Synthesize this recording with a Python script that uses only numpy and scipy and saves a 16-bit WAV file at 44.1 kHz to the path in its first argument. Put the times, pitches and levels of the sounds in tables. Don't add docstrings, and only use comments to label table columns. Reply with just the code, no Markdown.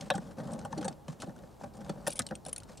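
import sys
import numpy as np
from scipy import signal
from scipy.fft import rfft, irfft, next_fast_len
from scipy.io import wavfile
from scipy.ndimage import uniform_filter1d

SR = 44100
rng = np.random.default_rng(int(sys.argv[2]) if len(sys.argv) > 2 else 0)


def dump_mix(stems):
    frames = np.atleast_2d(stems).T
    limited = np.clip(frames, -1, 1)
    pcm = np.round(limited * 32767).astype(np.int16)
    wavfile.write(sys.argv[1], SR, pcm)


def volts(x):
    e = np.asarray(x, float) / 20
    return 10 ** e


N = 123479

# f/Hz, level/dB, t60/s
PANEL_MODES = [(552.2, -1.5, 0.042), (771, -1, 0.029), (1084, -18.5, 0.036), (1320, -15, 0.021),
               (1668, -14.5, 0.023)]
# f/Hz, level/dB, t60/s
HOLLOW_MODES = [(125, -0.5, 0.053), (180.3, -1, 0.1), (219.3, -4.5, 0.082), (280.8, -8, 0.066)]
# f/Hz, level/dB, t60/s
HEAD_MODES = [(2660, 6, 0.014), (3750, 6, 0.029), (5294, 11.5, 0.01), (6360, 3, 0.04), (8770, 11.5, 0.0083),
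              (13700, -27, 0.0065)]
# modes, relative spread of close modes around each, crack level/dB
PLASTIC = (PANEL_MODES, 0.07, -42)
HOLLOW = (HOLLOW_MODES, 0.087, -45)
HEAD = (HEAD_MODES, 0.1215, -9)
# f/Hz, level/dB, t60/s
TRIM = ([(1405, 11, 0.023), (1796, 3.5, 0.032), (2580, -5, 0.019)], 0.055, -47)
# f/Hz, coherence
COHERENCE = [(60, 0.96), (250, 0.0), (2200, 0.76), (4600, .995), (6500, 0.94), (9000, 0.65), (15000, 0.45)]


def evened(x):
    return x / np.sqrt(np.mean(x ** 2) + 1e-20)


def read(points, hz):
    f, value = np.transpose(points)
    return np.interp(np.log(hz + 1), np.log(f + 1), value)


def band(x, low_hz, top_hz, order):
    edges_hz = [low_hz, top_hz]
    return signal.sosfilt(signal.butter(order, edges_hz, "band", fs=SR, output="sos"), x)


def ring(modes, crowd, crack_db):
    count, colour_spread_db = 10, 2.5
    hz, db, t60 = np.transpose(np.repeat(modes, count, axis=0))[:, :, None]
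    t = np.arange(3000) / SR
    colour, shift = rng.standard_normal((2, len(hz), 1))
    place = np.tile(np.linspace(-1.6, 1.6, count), len(modes))[:, None] + shift / count
    decay = volts(db + colour_spread_db * colour - 60 * t / t60)
    wave = np.sin(2 * np.pi * hz * (1 + crowd * place) * t)
    tap = (decay * np.sign(shift) * wave).sum(0)
    crack = volts(crack_db - 60 * t / .005) * np.diff(rng.standard_normal(3001))
    tap += crack * abs(tap).max()
    return tap / np.linalg.norm(tap)


def strikes(rows, first, second):
    slips_per_s, slip_spread_db, bite_s = 2600, 2, .0012
    out, t = np.zeros(N), np.arange(2000) / SR
    for start_s, peak_db, second_db, length_s in rows:
        slips = (rng.random(len(t)) < slips_per_s / SR) * rng.choice([-1., 1.], len(t))
        slips *= volts(slip_spread_db * np.minimum(rng.exponential(1, len(t)), 2))
        slips *= np.exp(-(t / length_s) ** 2)
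        slips[[0, round(bite_s * SR)]] = 1.0
        slips *= np.clip(t / bite_s, .15, 1)
        a = signal.fftconvolve(slips, ring(*first))
        b = signal.fftconvolve(slips, ring(*second))
        sound = volts(peak_db) * (a / abs(a).max() + volts(second_db) * b / abs(b).max())
        part = out[round(start_s * SR):][:len(sound)]
        part += sound[:len(part)]
    return out


def noise(spectrum, patchy_db):
    hz = np.fft.rfftfreq(1024, 1 / SR)
    a, b, c, d, patches = rng.standard_normal((N // 256 + 5, 513, 5)).T
    patches = uniform_filter1d(patches, size=14, axis=0)
    patches = evened(uniform_filter1d(patches, size=8, axis=1))
    like = np.clip(read(COHERENCE, hz), -1, 1)[:, None]
    left = a + 1j * b
    right = like * left + np.sqrt(1 - like ** 2) * (c + 1j * d)
    z = np.array([left, right]) * volts(read(spectrum, hz)[:, None] + patchy_db * patches)
    return evened(signal.istft(z, nperseg=1024, noverlap=768)[1][:, :N])


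def air():
    # f/Hz, level/dB per Hz
    hum = [(12, -44), (20, 4.5), (169, -0.5), (392, -7), (859, -10), (1020, -15.5), (2170, -30.5),
           (6300, -32.5), (16400, -36.5)]
    return volts(-53.5) * noise(hum, patchy_db=.8)


def hand():
    # t/s, length/s, creak level/dB, sliding hiss level/dB
    strokes = [(-.01, 0.12, -48, -61.5), (0.122, 0.093, -48.5, -62.5), (0.198, 0.16, -50, -68),
               (0.365, 0.23, -42.5, -65.5), (.47, 0.12, -64, -77), (0.577, 0.13, -47, -70),
               (0.702, 0.25, -45.5, -67), (0.937, 0.22, -64, -86), (1.073, 0.091, -54, -62.5),
               (1.184, 0.16, -51, -71), (1.348, 0.16, -56.5, -75.5), (1.49, 0.26, -63.5, -79.5),
               (1.594, 0.082, -51.5, -67), (1.624, 0.057, -52, -69), (1.735, 0.33, -49, -70.5),
               (2.035, 0.38, -55.5, -74), (2.451, 0.081, -53, -61), (2.54, 0.22, -66, -76.5),
               (2.675, 0.11, -61.5, -69)]
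    # f/Hz, level/dB per Hz
    skin = [(590, -47), (1000, -3), (1370, -6.5), (2150, -15), (7980, -16), (16000, -29)]
    grip_s, lift_s = .012, .037
    rubs_per_s, grit_per_s, spread_db = 900, 100, 3.5
    start, length, creak_db, hiss_db = np.transpose(strokes)[:, :, None]
    t = np.arange(N) / SR - start
    lift = np.exp(-np.maximum(t - length + lift_s, 0) / lift_s * 2)
    touch = np.clip(t / grip_s, 0, 1) * lift
    press = (volts(creak_db + 1) * touch).sum(0)
    slide = (volts(hiss_db + 3.5) * touch).sum(0)

    slips = (rng.random(N) < rubs_per_s / SR) * volts(spread_db * np.minimum(rng.exponential(1, N), 3))
    grit = (rng.random(N) < grit_per_s / SR) * volts(spread_db * np.minimum(rng.exponential(1, N), 3))
    creak_drive = evened(slips) * press
    grit_drive = volts(-10) * evened(grit) * slide
    creak = np.zeros(N)
    which = rng.integers(0, 8, N)
    for k in range(8):
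        tap = ring(*HOLLOW) + volts(-5.5) * ring(*PLASTIC)
        creak += signal.oaconvolve(creak_drive * (which == k), tap)[:N]
        creak += signal.oaconvolve(grit_drive * (which == k), ring(*HEAD))[:N]
    flicker = evened(uniform_filter1d(rng.standard_normal(N), size=300))
    hiss = noise(skin, patchy_db=-2.0)[0] * slide * volts(3.5 * flicker)
    return creak + hiss


def ticks():
    # t/s, peak level/dB, shaft over head level/dB, scrape length/s
    tight = [(0.0084, -31.5, -15, 0.004), (0.1017, -19, -14.5, 0.0033), (0.137, -41, -10, 0.006),
             (0.1503, -35.5, -5, 0.0089), (0.178, -37.5, -6, 0.0033), (0.383, -44.5, -30, 0.026),
             (0.517, -46, 3.5, 0.008), (0.532, -36.5, -4.5, 0.0058), (0.589, -42, -5, 0.004),
             (0.6481, -34.5, -1.5, 0.011), (0.7255, -37, -13, 0.0028), (0.775, -35, -16, 0.013),
             (0.810, -39, -6, 0.0064), (0.844, -35.5, 1, 0.012), (0.8794, -29, -5, 0.0045),
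             (0.926, -46, -15, 0.0017), (1.0805, -38, -42, 0.0043), (1.1995, -40, -15, 0.038),
             (1.219, -32, -11, 0.0026)]
    loosening = [(1.736, -49.5, -8, 0.0055), (1.751, -53, -4, 0.005), (1.769, -50.5, 0, 0.0015),
                 (1.806, -51, -6, 0.0044), (1.845, -44.5, -32, 0.0042), (1.893, -33, -42, 0.0068),
                 (2.1909, -19.5, 0.5, 0.001), (2.2173, -32, -35, 0.0065), (2.265, -30.5, -0.5, 0.0015),
                 (2.2874, -40.5, -10, 0.0028), (2.352, -34.5, -2.5, 0.0038), (2.6005, -41, -10, 0.0026),
                 (2.632, -41.5, -5, 0.0028), (2.772, -41, -7.5, 0.012)]
    # f/Hz, level/dB, t60/s
    shaft = [(8397, 13.5, 0.016), (7960, -15, 0.006), (9090, 1, 0.048)]
    steel = (shaft, 0.0346, -28)
    return strikes(tight, HEAD, steel) + strikes(loosening, HEAD, steel)


def slams():
    # t/s, peak level/dB, snap over dash level/dB, length/s
    blows = [
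        (.1015, -15, -24, 0.00027),
        (.1065, -21, -30, 0.00049),
        (2.071, -36, -1, 0.013),
        (2.1915, -40, 3, 0.002),
    ]
    # modes (f/Hz, level/dB, t60/s), relative spread, crack level/dB
    dash = ([(568, -3, 0.077), (706, 3.5, 0.036), (860, -4, .03), (1113, -3, 0.041), (1353, -9, 0.028),
            (1658, -8.5, 0.048), (2680, -6, 0.03), (2970, -24, 0.034), (3370, -19, 0.077),
            (3770, -8, 0.056)], 0.036, -56)
    snap = ([(12000, 3, .012), (13800, -5, .012), (15000, -2, 0.014)], 0.066, -32)
    return strikes(blows, dash, snap)


def clacks():
    # t/s, peak level/dB, head over trim level/dB, length/s
    contacts = [
        (.1018, -30.5, -12, 0.0021),
        (1.2195, -36.5, -13, 0.01),
        (2.193, -29, -3.5, 0.014),
    ]
    return strikes(contacts, TRIM, HEAD)


def knocks():
    # t/s, peak level/dB, hollow over panel level/dB, push length/s
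    blows = [(0.103, -27.5, -4, 0.0035), (0.139, -28.5, -4, 0.0096), (0.152, -33, 4, 0.014),
             (0.179, -31.5, 1, 0.0028), (0.382, -34.5, -15, 0.012), (0.65, -30.5, -4, 0.0061),
             (0.728, -28.5, -5.5, 0.0055), (0.772, -32.5, 2.5, 0.028), (0.811, -33.5, -1, 0.018),
             (0.843, -29.5, -5, 0.019), (0.878, -26, -9, 0.0055), (1.081, -34.5, 3, 0.0026),
             (1.23, -35, -2.5, 0.0069), (1.271, -39.5, 7.5, 0.0097), (1.292, -46, 5.5, .01),
             (1.437, -44, -1.5, 0.0033), (1.611, -36, -17, 0.002), (1.635, -36, -10, 0.014),
             (1.893, -28, -0.5, 0.0086), (2.068, -25.5, -9.5, 0.0086), (2.078, -31, -5.5, 0.0064),
             (2.195, -33.5, 4, 0.004), (2.309, -30, -2, 0.0059), (2.32, -34.5, 2, 0.0053),
             (2.462, -33.5, -8.5, 0.0027), (2.476, -37.5, -17, 0.015), (2.697, -46.5, 0.5, 0.0074)]
    return strikes(blows, PLASTIC, HOLLOW)


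def picks():
    # t/s, peak level/dB, trim over head level/dB, length/s
    contacts = [(.3118, -47.5, -4, .003), (.4006, -47.5, 4.5, 0.0046), (.6131, -44.5, -5, 0.001),
                (.826, -35.5, -6, 0.0031), (1.240, -46, -7, 0.0034), (1.2926, -49, -2, 0.0021),
                (1.3619, -49.5, -1.5, 0.0018), (1.380, -54, -19, 0.0015), (1.3888, -49, -11, 0.0018),
                (1.4357, -54.5, 3, 0.0019), (1.635, -48.5, 4, 0.0028), (1.812, -51, 0, 0.004),
                (2.066, -28.5, -2.5, 0.0087), (2.093, -37, -13, 0.0043), (2.106, -46, -28, 0.0027),
                (2.123, -33.5, -23, .005), (2.3088, -43.5, 4.5, 0.0032), (2.4615, -34, -24, 0.0023),
                (2.490, -41, -23, .004), (2.5615, -50, 0, 0.0025), (2.621, -57, 7, 0.0023),
                (2.6929, -49.5, -6, 0.0073), (2.797, -38, -13, 0.004)]
    return strikes(contacts, HEAD, TRIM)


def chirps():
    # t/s, peak level/dB, screw over head level/dB, scrape length/s
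    turns = [(2.0715, -23, 1.5, 0.0054), (2.078, -28.5, 9, 0.003), (2.1015, -35, 5, 0.0058),
             (2.114, -38, -1, 0.0062), (2.129, -39, 9, 0.0055), (2.1545, -38.5, 5.5, 0.012),
             (2.162, -40.5, 4, 0.015), (2.1775, -40, -2, 0.0044), (2.1915, -25.5, 6, 0.0022),
             (2.450, -36.5, 0, 0.0015), (2.4625, -42, 9, 0.005), (2.482, -46, 10.5, 0.0033),
             (2.490, -44, 6, 0.0051), (2.528, -35, 15, 0.0051), (2.561, -30.5, -0.5, 0.0017),
             (2.579, -40, 11.5, 0.0031)]
    # f/Hz, level/dB, t60/s
    screw = [(7540, 1, 0.014), (8430, 9, 0.01), (9520, 19.5, 0.014), (9720, 20.5, 0.011),
             (10000, -18, .012)]
    return strikes(turns, HEAD, (screw, 0.013, -17.5))


def cabin(x):
    # f/Hz, t60/s
    damping = [(200, 0.099), (1000, 0.096), (4000, 0.022), (12000, 0.046)]
    taps = np.zeros((2, 9000))
    at = np.arange(120, 8980, 20) + rng.integers(0, 20, (2, 443))
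    np.put_along_axis(taps, at, rng.choice([-1., 1.], at.shape), 1)
    hz, t, z = signal.stft(taps, SR, nperseg=128)
    decay = volts(-60 * t / read(damping, hz)[:, None])
    tail = signal.istft(z * decay, SR, nperseg=128)[1]
    tail /= np.linalg.norm(tail[0])
    return volts(-14) * signal.fftconvolve(x[None], tail, axes=1)[:, :N]


def ports(x):
    # f/Hz, left over right level/dB
    lean = [(60, -0.27), (240, 0), (950, 3.5), (3770, -0.8), (15000, 4)]
    # f/Hz, left lead/rad
    lead = [(0, 0), (340, 0.23), (1720, -0.17), (7410, 0.019), (11600, -0.1), (16100, 0.1)]
    size = next_fast_len(N + 4096)
    hz = np.fft.rfftfreq(size, 1 / SR)
    half = volts(read(lean, hz) / 2) * np.exp(.5j * read(lead, hz))
    return irfft(rfft(x, size) * np.array([half, 1 / half]), size)[:, :N]


def scene():
    work = hand() + ticks() + clacks() + knocks() + picks() + chirps()
    work = band(work, 116.7, 9830, order=3) + slams()
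    return air() + ports(work) + cabin(work)


def low_pass(x):
    return signal.sosfilt(signal.butter(12, 15900, fs=SR, output="sos"), x)


def record(dry):
    mix = band(dry, 41, 15200, order=4)
    return low_pass(mix)


dry = scene()
out = record(dry)
dump_mix(out)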